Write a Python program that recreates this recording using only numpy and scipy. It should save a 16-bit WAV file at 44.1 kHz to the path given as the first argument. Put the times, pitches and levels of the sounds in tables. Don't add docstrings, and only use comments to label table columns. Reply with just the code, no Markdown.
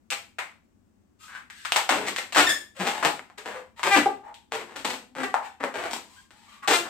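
import sys
import numpy as np
from scipy import signal
from scipy.fft import rfft, irfft, next_fast_len
from scipy.io import wavfile

SR = 44100
rng = np.random.default_rng(int(sys.argv[2]) if len(sys.argv) > 2 else 0)


def file_out(sig):
    cols = np.atleast_2d(sig).T
    lim = np.clip(cols, -1, 1)
    pcm = np.round(lim * 32767).astype(np.int16)
    wavfile.write(sys.argv[1], SR, pcm)


N = 303849

# start_s, level_db, low_edge_hz, ring_hz, high_edge_hz, room_db
SNAP_EVENTS = [ (0.1036, -28.5, 1500, 2680, 5600, 6), (.385, -30.5, 700, 2200, 2180, 15.5),
               (1.501, -41.5, 1160, 1860, 2920, 4.5), (1.650, -30, 1110, 1250, 2760, 9),
               (1.7212, -18.5, 656, 2900, 3530, -0.5), (1.761, -16, 590, 850, 3240, 5),
               (1.892, -17.5, 594, 760, 2780, 6.5), (2.1626, -27, 1180, 1790, 3380, 0.5),
               (2.324, -32, 584, 2650, 3700, 8), (2.348, -25, 595, 1750, 3780, 7),
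               (2.361, -17.5, 510, 1330, 2250, 5), (3.027, -22.5, 437, 1000, 1990, 9),
               (3.194, -37.5, 635, 2180, 1874, -6.5), (3.3, -49, 570, 760, 2000, 0),
               (3.379, -44, 346, 1990, 3800, 14), (3.795, -36, 546, 1000, 2250, 2),
               (3.832, -23, 1040, 1100, 2700, 5), (4.343, -47, 2080, 3400, 3170, 4.5),
               (4.5217, -28, 477, 804, 2520, -2), (4.761, -35, 354, 1410, 3470, 5),
               (4.848, -27, 258, 970, 3100, 6), (5.152, -45.5, 596, 803, 2330, -10),
               (5.233, -34, 400, 1700, 3000, 4), (5.342, -16.5, 716, 880, 1250, 0),
               (5.6392, -24, 404, 554, 1890, 0), (6.307, -50.5, 400, 1470, 3300, 4),
               (6.676, -22, 615, 774, 3400, 8.5)]
# start_s, length_s, crest, slip_rate_hz, level_db, low_edge_hz, ring_hz, high_edge_hz
CREAK_EVENTS = [ (0.111, 0.028, 0, 571, -26, 560, 2370, 3170),
                (1.272, .14, .58, 500.6, -42, 1150, 1490, 1940),
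                (1.892, 0.077, 0.4, 265.3, -23.5, 326, 312, 2400),
                (1.962, 0.13, 0.1, 455, -32, 198, 434, 2390),
                (2.061, 0.038, 0.27, 519, -26.5, 248, 2040, 3740),
                (2.178, 0.009, 0, 565, -21.5, 358, 1980, 3640),
                (2.355, .052, 0.46, 304.6, -14, 290, 1370, 3000),
                (2.47, 0.057, 0.05, 609, -28.5, 246, 1960, 3350),
                (2.788, 0.081, 0.5, 185.9, -27.5, 270, 705, 2480),
                (2.842, 0.085, 0.32, 213.6, -25.5, 400, 800, 2830),
                (2.935, 0.16, 0, 784, -34.5, 295, 730, 2640),
                (3.032, 0.06, 0.38, 152.5, -20, 268, 820, 2980),
                (3.373, 0.059, 0.17, 404, -43.5, 330, 467, 2700),
                (3.452, 0.087, 0, 207.8, -33.5, 353, 503, 2130),
                (3.539, 0.066, 0.1, 501.6, -37, 454, 477, 1830),
                (3.832, 0.066, 0.36, 364.3, -22, 298, 910, 2540),
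                (3.953, .044, 0.3, 286.8, -17, 242, 270, 2650),
                (4.512, 0.046, 1, 454.6, -30, 380, 458, 2570),
                (4.574, 0.058, 0.56, 414, -38.5, 216, 373, 2320),
                (4.672, 0.093, 1, 383, -44.5, 295, 368, 2070),
                (4.762, 0.055, 0.56, 271, -40.5, 200, 253, 3440),
                (4.845, 0.097, 0, 261.5, -28.5, 238, 830, 3560), (5.15, .1, 0.54, 265, -31, 226, 256, 2060),
                (5.599, 0.066, 0.3, 286, -30.5, 274, 1980, 1550),
                (5.74, 0.15, 0.17, 360.3, -30, 340, 714, 2160),
                (5.897, 0.068, 0.63, 291.7, -32, 232, 925, 4440),
                (6.677, 0.05, 0.9, 380.7, -17.5, 346, 463, 2830),
                (6.795, 0.086, 0.65, 343, -39, 260, 1400, 1930)]
# start_s, length_s, slip_rate_hz, level_db, high_edge_hz
SLIDE_EVENTS = [ (1.185, 0.13, 1244, -54.5, 6130), (1.509, 0.4, 1690, -53, 3800),
                (2.745, 0.11, 524, -45, 2920), (3.759, 0.07, 977, -50, 2960),
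                (4.226, 0.089, 862.5, -46.5, 1190), (5.419, 0.048, 812, -42.5, 2310),
                (6.04, .2, 1010, -61, 6000), (6.307, 0.22, 849, -62, 3470),
                (6.458, 0.14, 1135, -55.5, 2880), (6.618, 0.025, 1127, -38.5, 1720)]
# start_s, length_s, crest (0-1), start_pitch_hz, end_pitch_hz, level_db, ring_hz, high_edge_hz
SQUEAK_EVENTS = [ (2.391, 0.05, 0.26, 364, 336.6, -21, 2400, 3700),
                 (2.465, 0.013, 0.76, 1714, 1800, -17.5, 1870, 3270),
                 (2.491, 0.026, 0, 1643, 1736, -18, 1770, 4900),
                 (2.514, .038, .4, 1722, 1675, -44, 3400, 4330),
                 (2.791, 0.029, 0.2, 177.3, 165, -30.5, 194, 604),
                 (3.905, .051, 0.88, 392, 377.3, -16, 2090, 2370),
                 (4.057, 0.0126, 0, 387, 373, -14, 750, 1040),
                 (5.023, .16, 0.07, 241.7, 254, -56, 247, 490),
                 (5.233, 0.016, 0, 375.4, 377, -22.5, 1760, 2000),
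                 (6.161, 0.0514, 0.07, 1485, 1590, -53.5, 1560, 3330),
                 (6.729, 0.043, 0.01, 334, 334.5, -18, 1050, 3700)]
# centre_hz, width_hz, added gain (ratio)
TUBE_RESONANCES = [(229, 110, 0.9), (820, 120, 0.36)]
# frequency_hz, t60_s
ROOM_DECAY = [(200, 0.43), (530, 0.31), (1400, 0.31), (3700, 0.32), (10000, 0.32)]
# frequency_hz, relative density_db
BACKGROUND_SHAPE = [(25, -25), (60, -13), (100, -9), (135, -23.5), (210, -6.5), (330, -15), (450, -24),
                    (1500, -33.5), (4000, -44), (8200, -41.5), (9500, -49.5), (15500, -47.5)]
# frequency_hz, gain_db
MIC_COLOUR = [(200, 3.5), (4000, 3.5), (6300, -1.5), (8200, 3.5), (9300, -8), (14000, -9), (16000, -24.5)]
# frequency_hz, left_minus_right_db
STEREO_BALANCE = [(100, 7), (300, 3), (1500, 4), (4500, 4), (8200, 9.5), (9800, -4.5), (13000, -0.5)]

BACKGROUND_DB = -64
TOP_HZ = 15900
BINS = np.maximum(np.fft.rfftfreq(4096, 1 / SR), 1)
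HISS_DB, HISS_AT_HZ, HISS_DB_PER_OCTAVE = -12, 2553, 16.5
ROUGH_AT_HZ = 334
CREAK_SAG, CREAK_ROUGH, RATE_POWER, BRIGHT_POWER = 0.06, 0.26, 0.3, 0.6
SLIDE_ROUGH, SLIDE_CREST, SLIDE_LOW_SHARE = 0.26, 0.54, 0.85
SQUEAK_ROUGH, PITCH_POWER, SQUEAK_LOW_SHARE = 0.016, 0.7, 0.98


def undb(db):
    return 10 ** (np.asarray(db) / 20)


def curve(points, hz):
    f, value = np.transpose(points)
    return np.interp(np.log(np.maximum(hz, 1)), np.log(f), value)


def colour(x, gain):
    length = x.shape[-1]
    size = next_fast_len(length)
    spectrum = rfft(x, size) * gain(np.fft.rfftfreq(size, 1 / SR))
    return irfft(spectrum, size)[..., :length]


def causal(gain):
    cepstrum = irfft(np.log(gain + 1e-6))
    half = len(cepstrum) // 2
    cepstrum[1:half] *= 2
    cepstrum[half + 1:] = 0
    return irfft(np.exp(rfft(cepstrum)))[:half]


def unit(x):
    return x / np.sqrt(np.mean(np.sum(x ** 2, axis=-1)))


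def diffuse(size, apart_hz):
    def alike(f):
        return 0.95 / (1 + (f / apart_hz) ** 2)

    mid, side = rng.standard_normal((2, size))
    mid = colour(mid, lambda f: np.sqrt(1 + alike(f)))
    side = colour(side, lambda f: np.sqrt(1 - alike(f)))
    return np.array([mid + side, mid - side])


def add(track, s, sound):
    i = max(int(s * SR), 0)
    track[:, i:i + sound.shape[1]] += sound[:, :max(N - i, 0)]


def background(apart_hz=110):
    noise = colour(diffuse(N, apart_hz), lambda f: undb(curve(BACKGROUND_SHAPE, f)))
    return undb(BACKGROUND_DB) * noise / noise.std()


def grip(low_hz, ring_hz, high_hz):
    hiss_db = HISS_DB + HISS_DB_PER_OCTAVE * np.log2(high_hz / HISS_AT_HZ)
    return low_hz, ring_hz, high_hz, hiss_db


def skin(low_hz, ring_hz, high_hz, hiss_db, ring_gain=1.11, ring_q=9.7, bump_db=-40.5):
    low_cut = 1 / (1 + (low_hz / BINS) ** 6)
    high_cut = 1 / (1 + (BINS / high_hz) ** 6)
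    bump = undb(bump_db + curve([(30, -16.5), (110, 8.5), (400, -6.5)], BINS))
    band = np.sqrt((low_cut + bump ** 2) * (high_cut + undb(hiss_db) ** 2))
    ring = 1 + ring_gain / (1 + (ring_q * np.log(BINS / ring_hz)) ** 2)
    tube = 1 + sum(gain / (1 + (2 * (BINS - hz) / width) ** 2) for hz, width, gain in TUBE_RESONANCES)
    return causal(band * ring * tube * undb(curve(MIC_COLOUR, BINS)))


def snaps():
    for s, db, *patch, room_db in SNAP_EVENTS:
        ringing = unit(skin(*grip(*patch)))
        yield s, undb(db) * np.sqrt(SR / 100) * ringing, room_db


def slips(length, start_hz, end_hz, rough, arch=0.045, jitter=0.55, scatter_db=26.5, rasp=0.3):
    timing, strength = rng.standard_normal((2, 512))
    noise = rng.standard_normal(SR // 2)
    u = np.linspace(0, 1, int(length * SR))
    hz = (start_hz + (end_hz - start_hz) * u) * (1 + arch * np.sin(np.pi * u))
    cycles = np.cumsum(hz) / SR
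    holds = np.exp(jitter * rough * timing)
    release = np.cumsum(holds) - holds[0]
    release = release[release < cycles[-1]]
    size = undb(scatter_db * rough * strength[:len(release)].clip(-2, 2))
    fine = 4
    place = np.interp(release, cycles, np.arange(len(u)) * fine).astype(int)
    impulses = np.bincount(place, size, len(u) * fine)
    pulses = fine * signal.resample_poly(impulses, 1, fine)
    sliding = signal.lfilter([1], [1, -np.exp(-1 / (0.005 * SR))], pulses)
    return unit(pulses) + rasp * np.sqrt(rough) * unit(sliding * noise[:len(u)])


def disperse(x, spread_s=0.00309, knee_hz=2500):
    return colour(x, lambda f: np.exp(-2j * np.pi * spread_s * knee_hz * np.log1p(f / knee_hz)))


def stroke(train, crest, db, patch, touch_force=0.31, grip_force=0.72, last_force=0.28,
           flex_db=-31.0, flex_hz=125):
    force = np.interp(np.linspace(0, 1, len(train)), [0, crest / 4, crest, 1],
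                      [touch_force, grip_force, 1, last_force])
    sound = unit(disperse(signal.fftconvolve(train * force, skin(*patch))))
    push = rng.standard_normal(SR // 2)[:len(force)] * force
    push = np.pad(push, (0, len(sound) - len(force)))
    flex_band = signal.butter(2, [flex_hz / 2, flex_hz * 2], "bandpass", fs=SR)
    flex = signal.lfilter(*flex_band, push)
    return undb(db) * np.linalg.norm(force) * (sound + undb(flex_db) * unit(flex))


def creaks(room_db=1.5):
    for s, length, crest, hz, db, low_hz, ring_hz, high_hz in CREAK_EVENTS:
        fast = (hz / ROUGH_AT_HZ) ** RATE_POWER
        bright = (high_hz / HISS_AT_HZ) ** BRIGHT_POWER
        train = slips(length, hz, hz * (1 - CREAK_SAG), CREAK_ROUGH * fast * bright)
        yield s, stroke(train, crest, db, grip(low_hz, ring_hz, high_hz)), room_db


def slides(room_db=12.5):
    for s, length, hz, db, high_hz in SLIDE_EVENTS:
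        train = slips(length, hz, hz, SLIDE_ROUGH)
        patch = grip(SLIDE_LOW_SHARE * hz, hz, high_hz)
        yield s, stroke(train, SLIDE_CREST, db, patch), room_db


def squeaks(room_db=1.0):
    for s, length, crest, start_hz, end_hz, db, ring_hz, high_hz in SQUEAK_EVENTS:
        rough = SQUEAK_ROUGH * (start_hz / ROUGH_AT_HZ) ** PITCH_POWER
        train = slips(length, start_hz, end_hz, rough)
        patch = grip(SQUEAK_LOW_SHARE * start_hz, ring_hz, high_hz)
        yield s, stroke(train, crest, db, patch, flex_db=-36.0), room_db


def room_decay():
    t = np.arange(20480) / SR
    bins = np.fft.rfftfreq(len(t), 1 / SR)
    hz, t60 = np.transpose(ROOM_DECAY)
    bands = np.array([curve(np.column_stack([hz, share]), bins) for share in np.eye(len(hz))])
    fades = np.exp(-np.log(1000) * t / t60[:, None]) / np.sqrt(t60[:, None])
    return t, bands, fades


def room(t, bands, fades, wall_s=0.0056, wall_gain=1.9, wall_fade_s=0.00059, early_db=-0.5, apart_hz=850):
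    echoes = irfft(rfft(diffuse(len(t), apart_hz))[:, None] * bands)
    tail = np.sum(echoes * fades, axis=1)
    wall = 1 + wall_gain * np.exp(-np.abs(t - wall_s) / wall_fade_s)
    build_up = np.where(t < wall_s, undb(early_db), wall)
    return unit(tail * build_up * (t > 0.0007))


def scene(direct_db=-2.5, walls_db=-0.5):
    out, decay = background(), room_decay()
    for s, sound, room_db in [*snaps(), *creaks(), *slides(), *squeaks()]:
        direct = np.array([sound, np.roll(sound, 2)])
        walls = signal.fftconvolve(sound[None], room(*decay), axes=1)
        add(out, s, undb(direct_db - room_db / 2) * direct)
        add(out, s, undb(walls_db + room_db / 2) * walls)
    return out


def record(dry):
    tilted = colour(dry, lambda f: undb(np.outer([1, -1], curve(STEREO_BALANCE, f)) / 2))
    top_cut = signal.ellip(8, 0.2, 70, TOP_HZ, fs=SR, output="sos")
    return signal.sosfilt(top_cut, tilted.clip(-1, 1))


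dry = scene()
out = record(dry)
file_out(out)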